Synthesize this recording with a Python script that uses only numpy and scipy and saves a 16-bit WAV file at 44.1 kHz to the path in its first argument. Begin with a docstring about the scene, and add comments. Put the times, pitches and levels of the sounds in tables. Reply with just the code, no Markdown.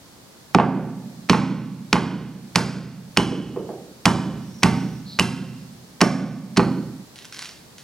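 """A hard-walled kitchen: a stone pestle crushes a knob of galangal, then a lemongrass stalk, on a stone slab.
Each blow is a burst of splitting fibres (shaped noise), a deep thump (force pulse) that makes the room boom,
and knocks as the slab hops and settles (damped tones with grit).
The pounding then cuts to a knife slicing the stalk: crunching noise with single snaps.
Loud sound overloads the close microphone and ducks its limiter."""
import sys
import numpy as np
from scipy import signal
from scipy.fft import rfft, irfft
from scipy.io import wavfile
from scipy.ndimage import uniform_filter1d

SR = 44100
rng = np.random.default_rng(int(sys.argv[2]) if len(sys.argv) > 2 else 0)


def waveform_to_disk(signal):
    """Save audio, clipped to [-1, 1], as 16-bit WAV at the path in sys.argv[1]."""
    frames = np.transpose(np.atleast_2d(signal))
    scaled = np.clip(frames, -1, 1) * 32767
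    samples = np.round(scaled).astype(np.int16)
    wavfile.write(sys.argv[1], SR, samples)


N = 345303

# pestle bottoming out; levels relative: (time [s], thump [dB], contact half-width [s], knock [dB],
# first hop of the slab [s], first landing [dB])
BLOWS = [(0.5547, 7.5, 0.00098, 1, 0.031, 7), (1.304, 9.5, 0.001, -1, .0272, 7),
         (1.936, 3.5, 0.0011, -4.5, 0.02, 0.5), (2.5642, 0.5, 0.0013, -9, 0.019, -4),
         (3.1821, 2.5, 0.001, -6, 0.015, -3), (4.0658, 1.5, 0.0011, 0, 0.012, -3.5),
         (4.6437, -1, 0.0012, -7.5, 0.013, -5.5), (5.2055, -3, 0.0012, -6.5, 0.0097, -16),
         (6.0203, 8.5, 0.00085, 7, .0147, -2), (6.581, 0.5, 0.00096, -9, 0.014, -3.5)]
ABSORPTION_DB_PER_S = 16.5   # damping shared by booms and reverberation, on top of each t60


def from_db(db):
    """Decibels to gain."""
    return 10 ** (np.asarray(db) / 20)


def rms_one(x):
    """Scale to rms 1."""
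    return x / np.sqrt(np.mean(x ** 2) + 1e-20)


def at_hz(table, hz, axis=1):
    """Read one column of a table on a log-frequency axis."""
    table = np.array(table)
    return np.interp(np.log(np.maximum(hz, 1)), np.log(table[:, 0]), table[:, axis])


def add(track, time_s, sound):
    """Mix a sound in at a time."""
    start = round(time_s * SR)
    track[start:start + len(sound)] += sound[:N - start]


def coloured(x, spectrum):
    """Impose a spectrum with a causal, minimum-phase filter built from the folded cepstrum."""
    size = 4096
    gain = from_db(at_hz(spectrum, np.fft.rfftfreq(size, 1 / SR)))
    cepstrum = irfft(np.log(gain))
    cepstrum[1:size // 2] *= 2
    cepstrum[size // 2 + 1:] = 0
    impulse_response = irfft(np.exp(rfft(cepstrum)))
    return signal.oaconvolve(x, impulse_response)[:len(x)]


def resonance(x, hz, width_hz):
    """Two-pole resonance with a gain of about 1 on top."""
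    radius = np.exp(-np.pi * width_hz / SR)
    zeros = np.array([1, 0, -1]) * (1 - radius * radius) / 2
    poles = [1, -2 * radius * np.cos(2 * np.pi * hz / SR), radius * radius]
    return signal.lfilter(zeros, poles, x)


def low_pass(x, edge_hz):
    """Second-order low-pass."""
    return signal.sosfilt(signal.butter(2, edge_hz, fs=SR, output="sos"), x)


def grains(count, spread_db):
    """Dense tiny fractures of very uneven size."""
    size_db = spread_db * np.clip(rng.standard_normal(count), -2, 2)
    return rng.standard_normal(count) * from_db(size_db)


def even_burst(envelope, spread_db):
    """Fractures under an envelope, their energy spread fairly evenly over all pitches."""
    spectrum = rfft(grains(len(envelope), spread_db) * envelope ** .75)
    flat = irfft(spectrum / (np.abs(spectrum) + 1e-12) ** .7, len(envelope))
    return flat * np.sqrt(envelope)


def background(left_db=2):
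    """Low room tone, identical at both ears, with a faint hiss in opposite phase."""
    # spectra: (frequency [Hz], level [dB])
    tone_spectrum = [(15, -61), (25, -14), (38, -12), (102, -5), (134, 0.5), (695, -12.5), (936, -13.5),
                     (2690, -23), (4370, -18), (16000, -29.5)]
    hiss_spectrum = [(25, -38), (100, 4), (400, 1), (1000, -4.5), (2800, -8), (4300, -5.5), (8000, -10),
                     (16000, -14.5)]
    tone = from_db(-49) * rms_one(coloured(rng.standard_normal(N), tone_spectrum))
    hiss = from_db(-52) * rms_one(coloured(rng.standard_normal(N), hiss_spectrum))
    return (tone + hiss * [[1], [-1]]) * from_db([[left_db], [0]])


def kitchen(x, early_db=3, early_s=0.035, build_s=0.0023, side_db=-19):
    """Diffuse reverberation, dense at first and dying band by band; nearly the same at both ears."""
    # (frequency [Hz], level [dB], t60 before shared absorption [s])
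    reverb = [(47.7, -2.5, 2.7), (94, 7, 1.2), (183, 4, 2.6), (381, 12.5, 0.88), (574, -1.5, 1.12),
              (800, -5.5, 0.72), (1700, -2.5, 1.01), (2930, -6, 1.1), (3500, -2, 0.95), (4860, -8, 0.89),
              (8800, -0.5, 0.72), (16000, -2, 0.36)]
    t = np.arange(3 * SR // 2) / SR
    white = rng.standard_normal((2, 2, len(t)))   # alternating noises for neighbouring bands
    shape = (1 - np.exp(-(t / build_s) ** 2)) * (1 + from_db(early_db) * np.exp(-t / early_s))
    edges_hz = 35 * 2 ** (np.arange(19) / 2)
    response = 0
    for k, (low_hz, high_hz) in enumerate(zip(edges_hz, edges_hz[1:])):
        centre_hz = np.sqrt(low_hz * high_hz)
        band_filter = signal.butter(2, [low_hz, high_hz], "band", fs=SR, output="sos")
        decay_db = -60 * t / at_hz(reverb, centre_hz, axis=2) - ABSORPTION_DB_PER_S * t
        band = signal.sosfilt(band_filter, white[k % 2]) * shape * from_db(decay_db)
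        share = 2 * (high_hz - low_hz) / SR   # of white-noise energy
        scale = np.sqrt(share / np.sum(band ** 2, axis=1, keepdims=True))
        response = response + from_db(at_hz(reverb, centre_hz)) * band * scale
    mid, side = (signal.oaconvolve(x, r)[:N] for r in response)
    return mid + from_db(side_db) * side * [[1], [-1]]


def boom(thump, build_s=0.0094, echo_db=-3, modes_db=-33.5):
    """The thump bounces between the walls and builds up the room's standing waves."""
    # standing waves: (frequency [Hz], relative level [dB], t60 before shared absorption [s])
    room_modes = [(56, -35, 1.0), (68, -35, .8), (90, -35, 1.2), (128.5, -23.5, 1.7), (138, -34, 1.3),
                  (158, -23, 1.6), (166, -32, 1.2), (182, -28, 1.8), (186.5, -24, 1.7), (196, -28, 1.7),
                  (205.5, -26, 1.5), (219, -30, 1.2), (227, -27, 1.4), (247, -35, 1.2), (263.5, -26, 1.3),
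                  (277, -32, .7), (300, -33, 1.1), (330, -31, .6), (385, -32, .7)]
    # wall and ceiling reflections: (delay [s], relative level [dB])
    echoes = [(.0053, -4), (0.0104, 0), (0.0173, 1), (0.0491, -7), (0.0637, -17)]
    t = np.arange(2 * SR) / SR
    waves = sum(from_db(db - 60 * t / t60) * np.cos(2 * np.pi * hz * t) for hz, db, t60 in room_modes)
    waves = waves * from_db(-ABSORPTION_DB_PER_S * t)
    response = from_db(modes_db) * waves * (1 - np.exp(-t / build_s))
    for delay_s, level_db in echoes:
        response[round(delay_s * SR)] += from_db(level_db + echo_db)
    return signal.oaconvolve(thump, response)[:N]


def knocks(contacts, t60_s, grit_db, width_hz, edge_hz):
    """A hard contact: one quickly damped tone, with grit rattling around the same pitch."""
    out, t = np.zeros(N), np.arange(SR // 8) / SR
    for time_s, level_db, hz in contacts:
        decay = from_db(-60 * t / t60_s)
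        grit = resonance(even_burst(decay, 0), hz, width_hz)
        grit = from_db(grit_db) * grit / np.abs(grit).max()
        tone = resonance(np.sin(2 * np.pi * hz * t) * decay, hz, hz)
        add(out, time_s, from_db(level_db) * (tone + grit))
    return low_pass(out, edge_hz)


def bumps():
    """Dull bumps farther off in the kitchen: short, gritty, low-passed contacts."""
    # (time [s], relative level [dB], pitch [Hz])
    bump_table = [(3.316, -14, 427), (3.562, -6.5, 606), (3.691, -13, 697)]
    return knocks(bump_table, t60_s=0.014, grit_db=5.5, width_hz=420, edge_hz=570)


def slide(width_hz=780):
    """The wet stalk slips on the slab: soft, narrow hisses that swell and fade."""
    # (start [s], length [s], pitch [Hz], level [dB])
    slides = [(4.355, 0.75, 5600, -54), (5.05, 0.15, 4250, -41.5), (5.394, 0.45, 4900, -63)]
    out, t = np.zeros(N), np.arange(N) / SR
    for start_s, length_s, hz, level_db in slides:
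        swell = np.sin(np.pi * np.clip((t - start_s) / length_s, 0, 1))
        hiss = resonance(resonance(rng.standard_normal(N), hz, width_hz), hz, width_hz)
        out += from_db(level_db) * swell * rms_one(hiss)
    return out


def blade_pressure(t, swell_db=1.5, release_db_per_s=178):
    """Pressure level [dB]: each stroke bites at once, swells until the blade is through and dies away."""
    # knife strokes: (start [s], time until the blade is through [s], relative level [dB])
    cuts = [(7.156, 0.082, -47.5), (7.323, 0.027, -40.5), (7.385, 0.075, -37.5), (7.782, 0.012, -44.5)]
    strokes = []
    for start_s, length_s, level_db in cuts:
        left_s = start_s + length_s - t
        shape_db = np.where(left_s > 0, -swell_db * left_s / length_s, release_db_per_s * left_s)
        strokes.append(np.where(t < start_s, -np.inf, level_db + shape_db))
    return np.max(strokes, axis=0)


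def knife(snap_db=-5, snap_t60_s=0.012, crunch_db=-4, spread_db=8):
    """The blade parts fine fibres in a dense crunch; thicker ones snap one by one as decaying noise."""
    # thickest fibres snapping: (time [s], relative level [dB])
    snaps = [(7.158, -25), (7.1881, -20.5), (7.2524, -21), (7.3245, -17.5), (7.333, -26), (7.386, -21),
             (7.4205, -20), (7.4561, -17), (7.4913, -19.5), (7.5098, -30), (7.7822, -26)]
    # cutting spectrum: (frequency [Hz], level [dB])
    knife_colour = [(300, -42), (900, -6.5), (1600, 0.5), (3000, 1), (5500, 0), (7500, -11), (11000, -16.5),
                    (13000, -31), (16000, -15)]
    snaps_per_s, snap_over_pressure_db, snap_spread_db = 55, 17, 5   # thin fibres
    press_db = blade_pressure(np.arange(N) / SR)
    out = from_db(press_db + crunch_db) * rms_one(coloured(grains(N, spread_db), knife_colour))
    # thin fibres snap at random from the first stroke on, their level following the pressure
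    thin = np.flatnonzero((rng.random(N) < snaps_per_s / SR) & np.isfinite(press_db))
    thin_db = press_db[thin] + snap_over_pressure_db + snap_spread_db * rng.standard_normal(len(thin))
    t = np.arange(SR // 50) / SR
    for time_s, level_db in [*snaps, *zip(thin / SR, thin_db)]:
        snap = coloured(rng.standard_normal(len(t)) * from_db(-60 * t / snap_t60_s), knife_colour)
        add(out, time_s, from_db(level_db + snap_db) * snap / np.abs(snap).max())
    return out


def stone(x, ring_db=0):
    """Contacts set the slab and pestle ringing briefly in their own modes."""
    # (frequency [Hz], width [Hz], relative level [dB])
    stone_modes = [(911, 6.7, -8), (1126, 3.2, -21.5), (1514, 18, -6), (1640, 10, -64), (2460, 450, -4.5),
                   (2980, 23, -3.5), (5300, 52, -49)]
    return x + sum(from_db(db + ring_db) * resonance(x, hz, width_hz) for hz, width_hz, db in stone_modes)


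def clinks():
    """Stone meets stone through the flattened stalk: a high, nearly pure damped tone."""
    # (time [s], relative level [dB], pitch [Hz])
    clink_table = [(5.1975, -12, 2940)]
    return knocks(clink_table, t60_s=0.053, grit_db=-22, width_hz=200, edge_hz=4600)


def slab_contacts(count=3, slab_hz=896, pitch_spread=0.025, rebound=.42, rebound_loss_db=5):
    """The pestle knocks on the slab, which hops and lands in ever shorter, softer bounces."""
    for time_s, *_, knock_db, hop_s, landing_db in BLOWS:
        yield time_s, knock_db, slab_hz
        for k in range(count):
            time_s += hop_s * rebound ** k
            hz = slab_hz * np.exp(pitch_spread * rng.standard_normal())
            yield time_s, landing_db - k * rebound_loss_db, hz


def settling():
    """The slab's knocks and landings, coloured by the stone's ring."""
    contacts = knocks(slab_contacts(), t60_s=0.015, grit_db=0.5, width_hz=750, edge_hz=1540)
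    return stone(contacts, ring_db=4.5)


def splits(skin_lead_s=.0068):
    """On its way down the pestle breaks the skin, then the flesh; yields the first six crack columns."""
    # flesh splitting; levels relative: (time [s], level [dB], base length [s], ring [Hz], ring [dB],
    # treble edge [Hz], preceding skin break [dB])
    crack_table = [(0.5467, 0.5, 0.0046, 746, 14, 4800, -46), (1.2959, 3, 0.006, 2200, -3, 5250, -31),
                   (1.9283, 2, 0.0065, 1360, -4, 5200, -54), (2.5568, 1.5, 0.0071, 4900, -6, 6860, -33),
                   (3.1715, 1, 0.0056, 3030, 2, 6700, -32), (4.0545, -2, 0.0072, 3050, -5, 7200, -49),
                   (4.631, -6.5, 0.0088, 2080, 1, 6900, -35), (5.195, -0.5, 0.0045, 2810, 5, 8100, -15),
                   (6.013, 0.5, 0.0057, 5500, -3, 7500, -18.5), (6.5694, -16, .013, 4320, 7, 7000, -31)]
    for time_s, *flesh, skin_db in crack_table:
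        yield time_s - skin_lead_s, skin_db, .005, 1750, 4, 4900
        yield time_s, *flesh


def cracks(scatter_s, squelch_db, squelch_s, spread_db=3, ring_width_hz=300):
    """Milliseconds of fractures ring the stone, then a short wet squelch; scattering lengthens the burst."""
    # fracture spectrum: (frequency [Hz], level [dB])
    crack_colour = [(200, 1), (550, -1), (900, 6), (2000, 0.5), (3000, -0.5), (3700, -4.5), (5200, 0.5),
                    (7500, -9), (10000, -9), (12000, -14.5), (16000, 15)]
    out, t = np.zeros(N), np.arange(SR // 16) / SR
    for time_s, level_db, length_s, ring_hz, ring_db, edge_hz in splits():
        crush = np.sin(np.pi * np.minimum(t / (length_s + scatter_s), 1) ** 0.68)
        squelch = from_db(squelch_db) * np.exp(-t / squelch_s)
        burst = coloured(even_burst(np.abs(crush + squelch), spread_db), crack_colour)
        burst = low_pass(burst, edge_hz)
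        burst = burst + from_db(ring_db) * resonance(burst, ring_hz, ring_width_hz)
        add(out, time_s, from_db(level_db) * rms_one(burst) * np.sqrt(length_s / t[-1]))
    return out


def thumps():
    """The slab radiates the curvature of a bell-shaped force pulse; a shorter contact sounds higher."""
    out, t = np.zeros(N), np.arange(-SR // 100, SR // 100) / SR
    for time_s, level_db, contact_s, *_ in BLOWS:
        u = t / contact_s
        add(out, time_s + t[0], from_db(level_db) * (u * u - 1) * np.exp(-u * u / 2))
    return out


def microphone(x, edge_hz=11800):
    """The left capsule is brighter; the response of both falls steeply in the high treble."""
    # (frequency [Hz], gain [dB])
    left_colour = [(1000, 0), (2600, -1.5), (5000, 3), (10000, 5), (14000, 15)]
    pair = np.array([coloured(x[0], left_colour), x[1]])
    return signal.sosfilt(signal.butter(10, edge_hz, fs=SR, output="sos"), pair + 1e-18)


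def limiter(x, limit_db=-6, window_s=0.0036, recovery_db_per_s=18.5):
    """Loud sound pushes the gain down at once; it creeps back at a steady rate, and the hiss with it."""
    size = max(round(window_s * SR), 1)
    recovered_db = recovery_db_per_s * np.arange(N) / SR
    power = uniform_filter1d(np.mean(x ** 2, axis=0), size)
    level_db = 10 * np.log10(np.maximum(power, 1e-12))
    excess_db = np.maximum(level_db - limit_db, 0)
    cut_db = np.maximum.accumulate(excess_db + recovered_db) - recovered_db
    return x * from_db(-uniform_filter1d(cut_db, size // 2 + 1))


def scene(pounding_end_s=7.05, fade_s=0.007):
    """Pounding with its room sound, faded out quickly, then slicing, over a steady background."""
    thump, settle, clink, bump = thumps(), settling(), clinks(), bumps()
    crack = stone(cracks(scatter_s=0, squelch_db=-11.5, squelch_s=0.0047))
    close = thump + from_db(2) * settle + from_db(8) * clink + crack
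    # the cracks reach the room smeared by the hand, the pestle and nearby things
    scattered = stone(cracks(scatter_s=0.0046, squelch_db=-23, squelch_s=0.043))
    room_feed = from_db(-7) * thump + from_db(-4) * scattered + from_db(3.5) * settle
    room_feed = room_feed + from_db(-5) * clink + bump
    room = boom(thump) + kitchen(room_feed)
    pounding = close + from_db(-8.5) * bump + slide() + room
    fade = np.clip((pounding_end_s - np.arange(N) / SR) / fade_s, 0, 1)
    cut = knife()
    slicing = cut + from_db(0.5) * kitchen(cut)
    return microphone(pounding * fade + slicing) + background()


def record(dry, ceiling=0.85, left_db=-3, low_cut_hz=46, top_cut_hz=16000):
    """Cut rumble, limit, flatten peaks softly against the ceiling, weaken the left side, cut the top."""
    low_cut = signal.butter(2, low_cut_hz, "high", fs=SR, output="sos")
    limited = limiter(signal.sosfilt(low_cut, dry))
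    clipped = limited / (1 + (limited / ceiling) ** 6) ** (1 / 6)
    top_cut = signal.ellip(10, .1, 70, top_cut_hz, fs=SR, output="sos")
    return signal.sosfilt(top_cut, clipped * from_db([[left_db], [0]]))


dry = scene()
out = record(dry)
waveform_to_disk(out)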